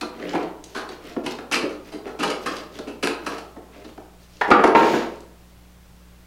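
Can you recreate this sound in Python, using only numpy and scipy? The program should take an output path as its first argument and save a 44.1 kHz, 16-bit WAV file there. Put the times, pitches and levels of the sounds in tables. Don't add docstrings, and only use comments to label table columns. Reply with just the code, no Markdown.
import sys
import numpy as np
from scipy import signal
from scipy.fft import rfft, irfft
from scipy.io import wavfile
from scipy.ndimage import uniform_filter1d

SR = 44100
rng = np.random.default_rng(int(sys.argv[2]) if len(sys.argv) > 2 else 0)


def put_to_file(sound):
    columns = np.atleast_2d(sound).T
    safe = np.clip(columns, -1, 1)
    whole_steps = np.round(safe * 32767)
    wavfile.write(sys.argv[1], SR, whole_steps.astype(np.int16))


N = 276066
T = np.arange(N) / SR

# frequency in Hz, starting level in dB rms.
HUM_PARTIALS = [(59.6, -55), (119.5, -69.5), (179, -60), (300, -73.5)]
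# frequency in Hz, relative spectral level in dB.
HISS_COLOUR = [(24, -5.5), (40, -23), (77, -14.5), (114, -7.5), (179, -16), (230, -15.5), (710, -20),
               (12300, -35.5), (15800, -34.5)]
# band in Hz, t60 in seconds, level in dB against the direct sound.
ROOM_BANDS = [(313, 0.63, -4.5), (857, 0.6, 1.5), (3190, 0.41, -2.5), (8640, 0.31, -3.5)]
BENCH_BODY = 0.11, [(150, -11.5), (185, -5.5), (232, -1), (298, 1), (340, -3), (377, -3), (435, -2.5),
              (468, -5), (520, -2.5), (617, -3.5), (690, -7.5)]
WALL_BODY = 0.033, [(770, 6.5), (925, 5.5), (1050, 4.5), (1200, -1), (1330, 7.5), (1490, 1), (1600, 0.5),
             (1840, 1)]
RIM_BODY = 0.021, [(2310, 2), (2560, 8.5), (2840, 3.5), (3100, 4.5), (3380, 0.5), (4170, 5), (4300, -25),
            (4710, 3), (5100, -46), (5820, -1), (6720, -11), (8360, -10.5)]
SHAFT_BODY = 0.044, [(1950, -20.5), (2280, 6.5), (2750, -12), (3350, -13.5), (4680, -21), (5700, -20.5),
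              (6840, -22), (9800, -16.5)]
# start in seconds, level in dB.
GRIT_TICKS = [(0.64, -43.5), (.888, -62), (3.386, -51.5), (2.419, -58), (3.514, -76), (5.158, -59),
              (5.205, -55)]
# middle in seconds, length in seconds, peak bench level in dB,
# peak metal level in dB.
BENCH_SCUFFS = [(0.293, 0.42, -34.5, -52), (0.36, 0.36, -39, -81), (0.71, 0.21, -53, -54),
                (0.923, 0.066, -34, -49), (1.083, 0.21, -38, -52.5), (1.315, 0.039, -35.5, -41),
                (1.878, 0.12, -44.5, -52), (2.074, 0.082, -39.5, -61), (2.437, 0.034, -53, -53),
                (2.522, 0.37, -37, -47.5), (2.754, 0.1, -40, -47), (3.31, 0.27, -36.5, -48),
                (3.775, 0.22, -44, -61), (3.892, 0.043, -44, -55), (4.232, 0.092, -62, -57.5),
                (4.386, 0.29, -58, -56.5)]
# start in seconds, bench level in dB,
# can wall level in dB, favoured pitch in Hz, shaft level in dB.
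TOOL_DROPS = [(4.411, -35, -18.5, 898, -37.5), (4.479, -25, -37.5, 770, -45), (4.503, -9, -26.5, 770, -31),
              (4.511, -46, -10.5, 1170, -54), (4.591, -19.5, -23.5, 1105, -52.5),
              (4.638, -12.5, -15, 770, -27), (4.673, -21, -26, 770, -35), (4.749, -15.5, -12.5, 808, -41),
              (4.829, -25, -22.5, 770, -56), (4.935, -21, -26.5, 1400, -61)]
# start in seconds, bench level in dB, rim level in dB,
# favoured pitch in Hz, chatter decay in seconds.
CAN_KNOCKS = [(.01, -31.5, -37, 4260, 0.0069), (0.024, -33, -50, 1120, .01), (0.331, -26, -48, 752, 0.013),
              (.349, -24, -46.5, 920, 0.0065), (.428, -29, -52, 2380, 0.0042),
              (0.746, -35.5, -42, 1380, 0.034), (.889, -43, -48, 4330, 0.0043),
              (1.164, -21, -62.5, 784, 0.0052), (1.233, -44, -51.5, 2370, 0.062),
              (1.261, -28, -36, 2570, 0.0081), (1.386, -34, -52, 810, 0.0057),
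              (1.513, -31.5, -39, 820, 0.0038), (1.52, -61, -26.5, 2610, 0.024),
              (1.534, -29.5, -39.5, 1270, 0.0087), (1.559, -26.5, -60, 1030, 0.0071),
              (1.63, -21, -56, 2260, 0.0051), (1.69, -46, -51.5, 2300, 0.032),
              (1.918, -39, -49.5, 2370, 0.029), (2.063, -41, -52.5, 814, 0.028),
              (2.188, -28.5, -38.5, 2740, 0.041), (2.227, -32, -31, 1340, 0.016),
              (2.276, -24.5, -40.5, 3440, 0.0057), (2.298, -32, -35, 2360, 0.012),
              (2.459, -30, -34, 1326, .015), (2.565, -46, -42.5, 3860, 0.004),
              (2.788, -31.5, -46, 3940, 0.0033), (2.87, -31.5, -49.5, 2700, 0.023),
              (3.026, -22.5, -30, 2640, 0.019), (3.072, -41.5, -30.5, 1406, 0.0015),
              (3.263, -31, -37, 1330, 0.011), (3.379, -51, -47.5, 767, 0.0093),
              (3.563, -37, -67.5, 734, 0.0081), (3.843, -40, -55, 4400, 0.012),
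              (3.976, -38.5, -64, 720, 0.0026)]

HUM_RISE_DB_PER_S, HISS_DB = 0.9, -52
SKID_S, SKID_HOLD_S, SKID_FADE_DB_PER_S = 4.765, 0.2, 148
SKID_BENCH_DB, SKID_METAL_DB = -24.5, -40
DROP_CHATTER_S = 0.0066
WALL_DB, WALL_STRUCK_DB, WALL_TOP_HZ = -2, 7.5, 1950
TOP_HZ = 15830


def undb(db):
    return 10 ** (np.asarray(db) / 20)


def unit(x):
    return x / np.sqrt(np.mean(x ** 2))


def band(x, lo_hz, hi_hz):
    return signal.sosfilt(signal.butter(3, [lo_hz, hi_hz], "band", fs=SR, output="sos"), x)


def background():
    steps = np.repeat(rng.standard_normal(N // 4000 + 1), 4000)[:N]
    waver_db = 0.78 * uniform_filter1d(steps, 4000)
    hum = sum(np.sqrt(2) * undb(db + waver_db) * np.sin(2 * np.pi * hz * T) for hz, db in HUM_PARTIALS)
    hz, db = np.transpose(HISS_COLOUR)
    f = np.maximum(np.arange(N // 2 + 1) * SR / N, 1)
    colour = undb(np.interp(np.log(f), np.log(hz), db))
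    hiss = unit(irfft(rfft(rng.standard_normal(N)) * colour, N))
    return hum * undb(HUM_RISE_DB_PER_S * T) + hiss * undb(HISS_DB)


def room(x):
    t = T[:SR]
    rise = 1 - np.exp(-t / 0.0063)
    step = SR // 5
    out = np.zeros(N + 2 * SR)
    for at in range(0, N, step):
        tail = 0
        for hz, t60, db in ROOM_BANDS:
            fade = np.exp(-np.log(1000) * t / t60)
            echoes = band(rng.standard_normal(SR), hz / 2.26, hz * 1.536) * rise * fade
            power = np.abs(rfft(echoes))[int(hz / 1.4):int(hz * 1.4)] ** 2
            tail = tail + echoes * undb(db) / np.sqrt(np.mean(power))
        answer = signal.fftconvolve(x[at:at + step], tail)
        out[at:at + len(answer)] += answer
    return x + out[:N]


def grit(size, grain_db):
    bunch = np.repeat(rng.standard_normal(size // 128 + 1), 128)[:size]
    return rng.standard_normal(size) * undb(grain_db * bunch)


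def ring(body, push, lean_hz=None, narrow=0.037, scatter_db=2.5):
    t60, modes = body
    hz, db = np.tile(np.transpose(modes), 2)
    detune, scatter = rng.standard_normal((2, len(hz)))
    hz = hz * (1 + 0.02 * detune)
    if lean_hz:
        db = db - 8 * (1 - np.exp(-(np.log(hz / lean_hz) / narrow) ** 2))
    power = uniform_filter1d(np.abs(rfft(push)) ** 2, size=7)
    reach = np.sqrt(power[(hz * len(push) / SR).astype(int)])
    t = T[:int(t60 * SR), None]
    waves = np.sin(2 * np.pi * hz * t) * np.exp(-np.log(1000) * t / t60)
    sides = (-1.) ** np.tile(np.arange(len(modes)), 2)
    strength = sides * undb(db + scatter_db * scatter) / reach
    return signal.fftconvolve(push, waves @ strength)


def slide(low, high, note_hz, sing, grain_db):
    rub, rasp, hiss = (grit(N, grain_db) for _ in range(3))
    tap = np.r_[1., np.zeros(SR // 10)]
    bench = signal.fftconvolve(rub, ring(BENCH_BODY, tap))[:N]
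    wood = unit(bench) + 0.48 * unit(band(rub, 590, 2900))
    note = unit(band(hiss, .985 * note_hz, 1.015 * note_hz))
    metal = sing * note + unit(band(rasp, 2500, 6300)) + .3 * unit(band(hiss, 6000, 15000))
    return wood * low + metal * high


def ticks():
    out, t = np.zeros(N), T[:SR // 50]
    for s, db in GRIT_TICKS:
        snap = band(rng.standard_normal(len(t)) * np.exp(-t / 0.0038), 2600, 8900)
        at = int(s * SR)
        out[at:at + len(t)] += undb(db) * unit(snap)
    return out


def scuffs():
    low, high = 0, 0
    for s, length, bench_db, metal_db in BENCH_SCUFFS:
        push = np.cos(np.pi * np.clip((T - s) / length, -.5, .5)) ** 2
        low = low + undb(bench_db) * push
        high = high + undb(metal_db) * push
    return slide(low, high, note_hz=2700, sing=0.166, grain_db=5.0)


def skid():
    fade_s = np.maximum(T - SKID_S - SKID_HOLD_S, 0)
    swell = (T > SKID_S) * undb(-SKID_FADE_DB_PER_S * fade_s)
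    low, high = swell * undb(SKID_BENCH_DB), swell * undb(SKID_METAL_DB)
    return slide(low, high, note_hz=6850, sing=.3, grain_db=2.2)


def blows(rows, high_body, bench_hz, rasp_db, high_rasp_db, tick_db, spot_db):
    out = np.zeros(N + SR)
    head = SR // 50
    t = T[:SR // 6]
    for s, low, wall, high, hz, chatter in rows:
        swell = (1 - np.exp(-t / (0.17 * chatter))) * np.exp(-t / chatter)
        push, rasp, tick = (grit(len(t), 3.16) * swell for _ in range(3))
        spot = wall if hz < WALL_TOP_HZ else high
        layers = [(ring(BENCH_BODY, push, bench_hz, narrow=0.42), low),
                  (band(ring(WALL_BODY, push, hz), 285, 2300), wall),
                  (ring(high_body, push, hz), high),
                  (band(tick, 340, 2140), wall + rasp_db),
                  (band(rasp, 1200, 5680), high + high_rasp_db),
                  (band(tick, 5220, 11000), high + tick_db),
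                  (band(push, hz / 1.181, hz * 1.162), spot + spot_db)]
        at = int(s * SR)
        for x, db in layers:
            out[at:at + len(x)] += x * undb(db) / np.sqrt(np.mean(x[:head] ** 2))
    return out[:N]


def tool():
    rows = [(s, low, wall, shaft, hz, DROP_CHATTER_S) for s, low, wall, hz, shaft in TOOL_DROPS]
    return blows(rows, SHAFT_BODY, bench_hz=370, rasp_db=-1.5, high_rasp_db=-5.0, tick_db=-14, spot_db=-2.0)


def can():
    rows = []
    for s, low, rim, hz, chatter in CAN_KNOCKS:
        wall = (low + rim) / 2 + WALL_DB + WALL_STRUCK_DB * (hz < WALL_TOP_HZ)
        rows.append((s, low, wall, rim, hz, chatter))
    return blows(rows, RIM_BODY, bench_hz=329, rasp_db=-5.5, high_rasp_db=0, tick_db=-8, spot_db=1)


def scene():
    near = band(can() + tool() + scuffs() + skid(), 118.5, 19300)
    return (room(near + ticks()) + background())[None]


def record(dry):
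    rounded = np.tanh(1.06 * dry) / 1.22
    return signal.sosfilt(signal.ellip(10, .2, 80, TOP_HZ, fs=SR, output="sos"), rounded)


dry = scene()
out = record(dry)
put_to_file(out)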